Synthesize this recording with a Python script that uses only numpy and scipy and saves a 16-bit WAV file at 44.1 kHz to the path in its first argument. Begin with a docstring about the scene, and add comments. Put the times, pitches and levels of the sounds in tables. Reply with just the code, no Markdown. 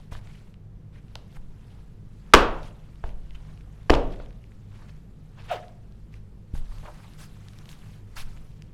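"""A rubber sole stamps twice on plastic sunglasses on thin carpet, overloading a close microphone.
Noise bursts ring resonances of sole and plastic for slaps and cracks; pushes swing the floor's modes.
Around the stamps, flickering noise makes scuffs of sole and cloth, snaps make small plastic ticks, and
narrow noise makes creaks; one rubber squeak is a sagging tone. Random taps give the small room's echo,
over ventilation noise and a wavering mains hum."""
import sys
import numpy as np
from scipy import signal
from scipy.io import wavfile
from scipy.ndimage import uniform_filter1d

SR = 44100
rng = np.random.default_rng(int(sys.argv[2]) if len(sys.argv) > 2 else 0)


def dump(signal):
    """Clip the signal to [-1, 1] and save it as 16-bit WAV at the path in sys.argv[1]."""
    limited = np.clip(np.atleast_2d(signal).T, -1, 1)
    pcm = np.round(limited * 32767).astype(np.int16)
    wavfile.write(sys.argv[1], SR, pcm)


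def convert_level_to_amplitude(level_db):
    """Map a level in decibels to its linear amplitude factor."""
    exponent = np.asarray(level_db, float) / 20
    return 10 ** exponent


N = 384993  # length in samples


def evened(x):
    """Scales to rms 1."""
    return x / np.sqrt(np.mean(x ** 2) + 1e-20)


def read(points, hz):
    """Reads a table along log frequency."""
    f, value = np.transpose(points)
    return np.interp(np.log(hz + 1), np.log(f + 1), value)


def add(mix, s, sound):
    """Mixes a sound in at a time in seconds."""
    part = mix[round(s * SR):][:len(sound)]
    part += sound[:len(part)]


def resonate(x, hz, width):
    """A one-pole resonance of gain 1."""
    r = np.exp(-np.pi * width / SR)
    return 2 * signal.lfilter([1 - r], [1, -r * np.exp(2j * np.pi * hz / SR)], x).real


def noise(field, size):
    """Random short-time spectra under a gain field of (seconds, Hz); a flat field of 1 gives rms 1."""
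    hop = size // 4
    t = np.arange(N // hop + 5) * hop / SR
    hz = np.fft.rfftfreq(size, 1 / SR)
    a, b = rng.standard_normal((len(t), len(hz), 2)).T
    spectra = (a + 1j * b) * field(t, hz[:, None]) * np.sqrt(3 / size)
    return signal.istft(spectra, nperseg=size, noverlap=size - hop)[1][:N]


# Spectrum of the ventilation at the microphone: (frequency [Hz], relative level [dB per Hz])
AIR_SPECTRUM = [(4, -12), (12, 2.5), (30, -1.5), (45, -3), (72, -14.5), (110, -5), (170, -9.5),
                (277, -21.5), (455, -24), (600, -32.5), (1190, -39), (2500, -46.5), (12000, -62),
                (14700, -64), (16000, -78.5)]


def ventilation():
    """Steady air noise, mostly low rumble with a weak hiss above it."""
    rms_db = -46
    return convert_level_to_amplitude(rms_db) * evened(noise(lambda t, hz: convert_level_to_amplitude(read(AIR_SPECTRUM, hz)), size=4096))


# Mains hum: (frequency [Hz], width of fuzzy band [Hz], fuzzy level [dB], steady level [dB])
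HUM_BANDS = [(50.7, 2.6, -53, -52.5), (102.5, 9.6, -52.5, -55.5), (152.2, 8.2, -56.5, -62),
             (198.3, 38, -61, -75.5)]


def mains_hum():
    """Steady tones inside fuzzy bands of noise, so the hum wavers."""
    out = np.zeros(N)
    t = np.arange(N) / SR
    for (hz, width, fuzzy_db, steady_db), w in zip(HUM_BANDS, rng.standard_normal((len(HUM_BANDS), N))):
        out += convert_level_to_amplitude(fuzzy_db) * evened(resonate(resonate(w, hz, width), hz, width))
        out += convert_level_to_amplitude(steady_db) * np.sqrt(2) * np.sin(2 * np.pi * hz * t + w[0])  # random phase
    return out


# Feet and trousers shuffling, before colouring: (time [s], level [dB])
SHUFFLE_LEVELS = [(0, -60), (.11, -71), (.28, -63.5), (.5, -65.5), (.63, -100), (.97, -74), (1.13, -65.5),
                  (1.45, -69.5), (1.75, -61.5), (1.97, -73.5), (2.22, -64.5), (2.6, -54), (2.7, -62.5),
                  (3.09, -67), (3.51, -59.5), (3.64, -66), (4.09, -57), (4.36, -68), (4.66, -68),
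                  (4.76, -58.5), (4.95, -66.5), (5.12, -73.5), (5.39, -65), (5.55, -50), (5.75, -69),
                  (6.46, -74.5), (6.59, -61.5), (6.9, -64), (7.1, -75)]
# Hands and sleeves close to the microphone, before colouring: (time [s], level [dB])
HANDLING_LEVELS = [(6.58, -74.5), (6.73, -56.5), (7.05, -57), (7.32, -59.5), (7.96, -57.5), (8.04, -67.5),
                   (8.17, -60), (8.29, -57), (8.43, -61), (8.73, -70.5)]


def movement_db(t):
    """Levels of feet and of hands at the times t; silent outside their tables."""
    return [np.interp(t, *np.transpose(rows), -120, -120) for rows in (SHUFFLE_LEVELS, HANDLING_LEVELS)]


# Single rubbing strokes, before colouring:
# (start time [s], end time [s], level [dB], centre [Hz], slope above it [dB per octave])
RUB_STROKES = [(0.11, 0.158, -44, 2800, -5), (0.147, 0.202, -47, 2000, -5.5), (0.21, 0.46, -55, 2500, -6.5),
               (0.922, 1.015, -51.5, 1800, -9), (1.3, 1.366, -61.5, 3500, -5),
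               (1.344, 1.384, -50, 1500, -4), (2.618, 2.719, -52, 3480, -6.5),
               (3.028, 3.135, -53, 2200, -5), (3.345, 3.367, -50.5, 2900, -7),
               (4.117, 4.15, -50.5, 3000, -9), (4.184, 4.26, -51.5, 3300, -15),
               (4.792, 4.883, -50, 1400, -7.5), (4.875, 4.92, -51.5, 1500, -5),
               (5.368, 5.438, -43.5, 1700, -10), (5.433, 5.48, -51.5, 2500, -5.5),
               (5.478, 5.59, -32, 2780, -16), (6.117, 6.197, -54.5, 2500, -7.5),
               (6.531, 6.616, -50, 1000, -1.5), (6.827, 6.924, -34, 910, -10.5),
               (6.97, 7.11, -44.5, 1014, -11), (7.178, 7.278, -46, 2000, -1.5), (7.68, 7.756, -53, 2980, 0),
               (8.155, 8.241, -37, 1500, -2)]
# Colour shared by all scuffing: (frequency [Hz], gain [dB])
SCUFF_GAINS = [(150, -57.5), (400, -0.5), (900, 2), (3000, 2.5), (8000, -1.5), (12000, -3), (15000, -14),
               (16000, -13.5)]


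def scuffs():
    """Fibres catch and let go: flickering noise, brighter or duller with the stroke."""
    soft_db, soft_tilt_db, dulling = -74.5, -1.5, -0.24  # tilt per octave when soft, its change per dB
    handling_tilt_db = -3  # per octave
    stroke_lean = .75  # under 1: a stroke swells faster than it fades

    def field(t, hz):
        octaves = np.log2(np.maximum(hz, 800) / 3000)
        feet_db, hands_db = movement_db(t)
        tilt = soft_tilt_db + dulling * np.maximum(feet_db - soft_db, 0)  # harder shuffling is duller
        power = convert_level_to_amplitude(feet_db + tilt * octaves) ** 2
        power = power + convert_level_to_amplitude(hands_db + handling_tilt_db * octaves) ** 2
        for start, end, db, centre_hz, slope in RUB_STROKES:
            on = (t > start) & (t < end)
            off = np.log2((hz + 1) / centre_hz)
            shape_db = np.where(off > 0, slope * off, 0.64 * off)
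            progress = (t[on] - start) / (end - start)
            swell = np.sin(np.pi * progress ** stroke_lean)
            power[:, on] += convert_level_to_amplitude(db + shape_db) ** 2 * swell ** 2
        # single fibres snap across all bands
        flicker_db = 0.9 * np.minimum(rng.exponential(1, len(t)), 6)
        patches = rng.standard_normal((len(t), len(hz))).T
        for axis in (0, 1):
            patches = uniform_filter1d(patches, size=8, axis=axis)
        flicker = evened(convert_level_to_amplitude(flicker_db + 2.7 * evened(patches)))
        return np.sqrt(power) * convert_level_to_amplitude(read(SCUFF_GAINS, hz)) * flicker
    return noise(field, size=256)


# Weight coming on the floor: (time [s], level [dB], contact [s])
FOOT_LANDINGS = [(.15, -38, .0088), (1.363, -27.5, 0.032), (1.43, -21.5, 0.078), (2.345, -14, 0.0096),
                 (3.04, -25, 0.0087), (3.9, -12, .008), (6.538, -27, .0026), (6.565, -16.5, 0.032),
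                 (6.685, -23.5, 0.023), (8.23, -27, 0.028)]
# Weight lifting off the floor: (time [s], level [dB], contact [s])
FOOT_LIFTS = [(.12, -34.5, 0.0032), (3.13, -22.5, 0.043), (3.3, -24, .05), (8.17, -13, 0.09)]
# Low modes of the floor: (frequency [Hz], relative level [dB], decay by 60 dB [s])
FLOOR_RESONANCES = [(14.037, -2, 0.78), (20, 0, 0.51), (32.7, -4.5, 0.98), (45, -6, 0.38), (62, -4.5, .43),
                    (130, -13.5, .6), (182, -16.5, 0.53)]


def footfalls():
    """A half-sine push, softer for longer contact, sets the floor's low modes swinging."""
    force, t = np.zeros(N), np.arange(SR // 2) / SR
    for rows, direction in ((FOOT_LANDINGS, 1), (FOOT_LIFTS, -1)):
        for s, db, contact in rows:
            push = np.sin(np.pi * np.arange(0, contact, 1 / SR) / contact)
            add(force, s, direction * convert_level_to_amplitude(db) * push / np.sqrt(contact * SR * push.sum()))
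    floor = sum(convert_level_to_amplitude(db - 60 * t / t60) * np.cos(2 * np.pi * hz * t) for hz, db, t60 in FLOOR_RESONANCES)
    return signal.oaconvolve(force, floor)[:N]


# The sole slaps the floor; the whole sole sounds deep, heel or toe alone higher:
# (time [s], length [s], level [dB], lowest resonance [Hz])
SOLE_SLAPS = [(0.1207, 0.011, -46, 680), (0.151, 0.0025, -42.5, 910), (1.1552, 0.0033, -41, 590),
              (1.365, .008, -54, 895), (2.338, .007, -6, 427), (3.039, .004, -34, 600),
              (3.897, 0.0031, -15.5, 780), (3.9027, 0.0024, -4.5, 370.5), (3.9358, 0.0019, -15, 487),
              (4.199, 0.0046, -39, 526), (6.551, 0.0088, -50, 597)]
# Broad resonances of the sole: (pitch [x lowest], width [x lowest], gain [dB])
SOLE_RESONANCES = [(1, 0.76, 1.2), (2.2, 1.3, -8)]


def sole_slaps():
    """Lists each slap through each resonance: (time, level, length, pitch, width, walls dB)."""
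    walls_db = 0.1  # sent towards the walls, against the direct sound
    return [(s, db + part_db, length, hz * pitch, hz * width, walls_db)
            for s, length, db, hz in SOLE_SLAPS for pitch, width, part_db in SOLE_RESONANCES]


# The glasses crack under the sole:
# (time [s], length [s], level [dB], boost of the upper resonances [dB])
PLASTIC_CRACKS = [(2.3363, 0.0078, 1.5, 4), (2.3489, .0015, -6, 9), (3.898, .004, -23, 11.5),
                  (3.9023, 0.00302, -17, 11.5), (3.94, 0.0013, -28, 16), (3.9479, .0015, -36.5, 18.5),
                  (3.951, 0.0033, -37.5, 18.5)]
# Resonances of frame and lenses: (frequency [Hz], width [Hz], gain [dB])
PLASTIC_RESONANCES = [(1155, 420, -0.65), (2600, 790, -13), (4300, 1800, -20)]


def plastic_cracks():
    """Lists each crack through each resonance: (time, level, length, pitch, width, walls dB)."""
    walls_db = -0.5  # sent towards the walls, against the direct sound
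    lowest_hz = PLASTIC_RESONANCES[0][0]
    return [(s, db + part_db + bright_db * (hz > lowest_hz), length, hz, width, walls_db)
            for s, length, db, bright_db in PLASTIC_CRACKS for hz, width, part_db in PLASTIC_RESONANCES]


def blows():
    """Bursts of tiny fractures through broad resonances: row 0 is heard directly, the rest go to the walls."""
    out = np.zeros((6, N))
    low_cut = signal.butter(2, 220, "highpass", fs=SR)  # a small object radiates little bass
    t = np.arange(2048) / SR
    click = 1. * (t == 0)  # summed over all directions the burst has a smoother, wider spectrum
    parts = sole_slaps() + plastic_cracks()
    fractures = rng.standard_normal((len(parts), len(t)))
    for k, ((s, db, length, hz, width, walls_db), z) in enumerate(zip(parts, fractures)):
        burst = z * np.minimum(t / 0.00017, 1) * np.exp(-(t / length) ** 4)
        to_walls = out[1 + k % (len(out) - 1)]
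        for mix, drive, wide, level_db in ((out[0], burst, width, db),
                                           (to_walls, click, 1.6 * width, db + walls_db)):
            ring = resonate(signal.lfilter(*low_cut, drive), hz, wide)
            ring = resonate(ring, hz, 2.8 * wide)
            ring = resonate(ring, hz, 4 * width)
            add(mix, s, convert_level_to_amplitude(level_db) * ring / np.sqrt(np.sum(ring ** 2) / (length * SR)))
    return out


# The clearest ticks of plastic and grit: (time [s], peak level [dB], pitch [Hz])
CLEAR_TICKS = [(.2733, -43, 2230), (0.5418, -43.5, 2550), (1.1552, -22, 3080), (1.3266, -51, 3370),
               (2.6314, -39, 4400), (3.0924, -41, 2200), (3.308, -42, 2540), (3.5758, -44.5, 2220),
               (3.6094, -44.5, 2200), (4.0735, -47.5, 2990), (4.109, -43, 2800), (4.124, -45, 3130),
               (4.1605, -43, 2470), (4.2608, -45, 2890), (4.3077, -44.5, 2360), (4.4408, -45.5, 2315),
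               (4.5194, -47, 2240), (4.8944, -46, 2730), (5.6825, -42, 3286), (5.9232, -48.5, 3230),
               (6.1409, -40.5, 2490), (6.784, -43, 2356), (7.1364, -43.5, 2710), (7.4851, -36, 3590),
               (7.5345, -43, 3780), (7.5877, -38, 3690), (7.6572, -37, 2720), (7.6913, -33.5, 3000),
               (7.715, -36, 4280), (7.7294, -41, 2700), (8.3736, -43, 2204), (8.6221, -34, 3300)]
# Bright splinters breaking off in the first stamp and just after it:
# (time [s], peak level [dB], pitch [Hz])
BRIGHT_SPLINTERS = [(2.337, -9, 6100), (2.371, -31, 9000), (2.384, -33, 9000), (2.406, -35, 8500),
                    (2.413, -35, 8500)]


def ticks():
    """Short snaps: a sharp edge, a little grit and a few cycles of ring; faint ones come with movement."""
    damping = .6  # width as a share of pitch
    faint_count, faint_db, faint_spread_db = 26, -54, 6
    low_hz, high_hz = 2200, 3500  # pitches of the faint ticks
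    out, t = np.zeros(N), np.arange(600) / SR
    clock = np.arange(0, N / SR, .01)
    busy = np.cumsum(sum(convert_level_to_amplitude(db) for db in movement_db(clock)))
    # more movement draws more faint ticks
    faint = [(np.interp(a * busy[-1], busy, clock), faint_db + faint_spread_db * b,
              low_hz + (high_hz - low_hz) * c)
             for a, b, c in rng.random((faint_count, 3))]
    rows = CLEAR_TICKS + BRIGHT_SPLINTERS + faint
    for (s, db, hz), z in zip(rows, rng.standard_normal((len(rows), len(t)))):
        snap = (t == 0) + .2 * z * np.exp(-t / .0006)  # edge and grit
        for width in (damping * hz, 1.6 * hz, 3.2 * hz):
            snap = resonate(snap, hz, width)
        add(out, s, convert_level_to_amplitude(db) * snap / abs(snap).max())
    return out


# Bent plastic easing back: (time [s], length [s], level [dB], pitch [Hz])
PLASTIC_CREAKS = [(2.676, 0.019, -61.5, 3330), (2.706, .008, -58.5, 2660), (3.341, .022, -60, 3010)]


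def creaks():
    """Brief noise in one narrow resonance."""
    out = np.zeros(N)
    for (s, length, db, hz), z in zip(PLASTIC_CREAKS, rng.standard_normal((len(PLASTIC_CREAKS), SR // 20))):
        swell = np.sin(np.pi * np.minimum(np.arange(len(z)) / SR / length, 1))
        width = 0.052 * hz
        ring = evened(resonate(resonate(z, hz, width), hz, width))
        add(out, s, convert_level_to_amplitude(db) * np.sqrt(2) * swell * ring)
    return out


# The one squeak: (start time [s], peak time [s], end time [s], slip rate up to the peak [Hz])
SQUEAK_COURSE = (5.49, 5.516, 5.578, 710)
# Hollow of the sole, stirred by the slips: (frequency [Hz], width [Hz], level against the slips [dB])
SOLE_HOLLOW = (706, 100, -6.5)


def squeak():
    """Stick-slip of rubber whose rate sags while it fades, ringing the hollow of the sole."""
    peak_db, octave_db = -23, -13.5  # level at the peak; second harmonic against the first
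    swell_db_per_s, fade_db_per_s, sag_hz_per_s = 1600.5, 560.5, 7500
    ring_fade_share = 0.557  # the hollow fades more slowly than the slips
    start, peak, end, top_hz = SQUEAK_COURSE
    t = np.arange(start, end, 1 / SR) - peak
    db = peak_db + np.where(t < 0, swell_db_per_s, -fade_db_per_s) * t
    hz = top_hz - sag_hz_per_s * np.maximum(t, 0)
    hz = hz * (1 + 0.4 * uniform_filter1d(rng.standard_normal(len(t)), 60))  # uneven slips
    turn = 2 * np.pi * np.cumsum(hz) / SR
    slips = np.sqrt(2) * convert_level_to_amplitude(db) * (np.sin(turn) + convert_level_to_amplitude(octave_db) * np.sin(2 * turn))
    chatter_db = np.where(t < 0, db, peak_db - ring_fade_share * fade_db_per_s * t)
    chatter = convert_level_to_amplitude(chatter_db) * rng.standard_normal(len(t))
    ring_hz, width, ring_db = SOLE_HOLLOW
    ring = convert_level_to_amplitude(ring_db) * resonate(chatter, ring_hz, width) * np.sqrt(SR / (2 * np.pi * width))
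    out = np.zeros(N)
    add(out, start, slips + ring)
    return out


# How long the small room rings: (frequency [Hz], decay by 60 dB [s])
ROOM_DECAYS = [(60, 0.36), (150, .6), (300, 0.5), (600, 0.6), (1200, .45), (2500, .42), (5000, 0.32),
               (11000, 0.2)]
# Colour of the echo: (frequency [Hz], relative level [dB])
ECHO_COLOUR = [(100, 8), (400, -0.5), (1200, -4.5), (2000, -7), (3000, -5.5), (6000, -5), (10000, 0),
               (16000, -1.42)]


def room(x):
    """Sparse taps whose bands die at their own speed; each row of x takes its own path."""
    echo_db = -9
    taps = np.zeros((len(x), SR))
    at = np.arange(300, SR - 20, 20) + rng.integers(0, 20, (len(x), (SR - 301) // 20))
    np.put_along_axis(taps, at, rng.choice([-1., 1.], at.shape), 1)
    hz, t, z = signal.stft(taps, SR, nperseg=512)
    fade_db = read(ECHO_COLOUR, hz)[:, None] - 60 * t / read(ROOM_DECAYS, hz)[:, None]
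    tail = signal.istft(z * convert_level_to_amplitude(fade_db), SR, nperseg=512)[1]
    tail = convert_level_to_amplitude(echo_db) * tail / np.linalg.norm(tail[0])
    return signal.fftconvolve(x, tail, axes=1)[:, :N].sum(0)


def scene():
    """Everything struck or rubbed sounds in the room; floor shake and background arrive directly."""
    direct, *to_walls = blows()
    small = ticks() + creaks()
    rubbed = squeak() + scuffs()
    echo = room(np.array([convert_level_to_amplitude(-3.5) * small + convert_level_to_amplitude(-4.5) * rubbed, *to_walls]))
    background = ventilation() + mains_hum()
    return (direct + small + rubbed + echo + footfalls() + background)[None]


def top_cut(x):
    """Nothing passes above the cut-off."""
    return signal.sosfilt(signal.butter(12, 16750, fs=SR, output="sos"), x)


def record(dry):
    """The close microphone's input overloads: peaks beyond its limit are cut flat."""
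    mix = np.clip(dry, -.97, .97)
    return top_cut(mix)


dry = scene()
out = record(dry)
dump(out)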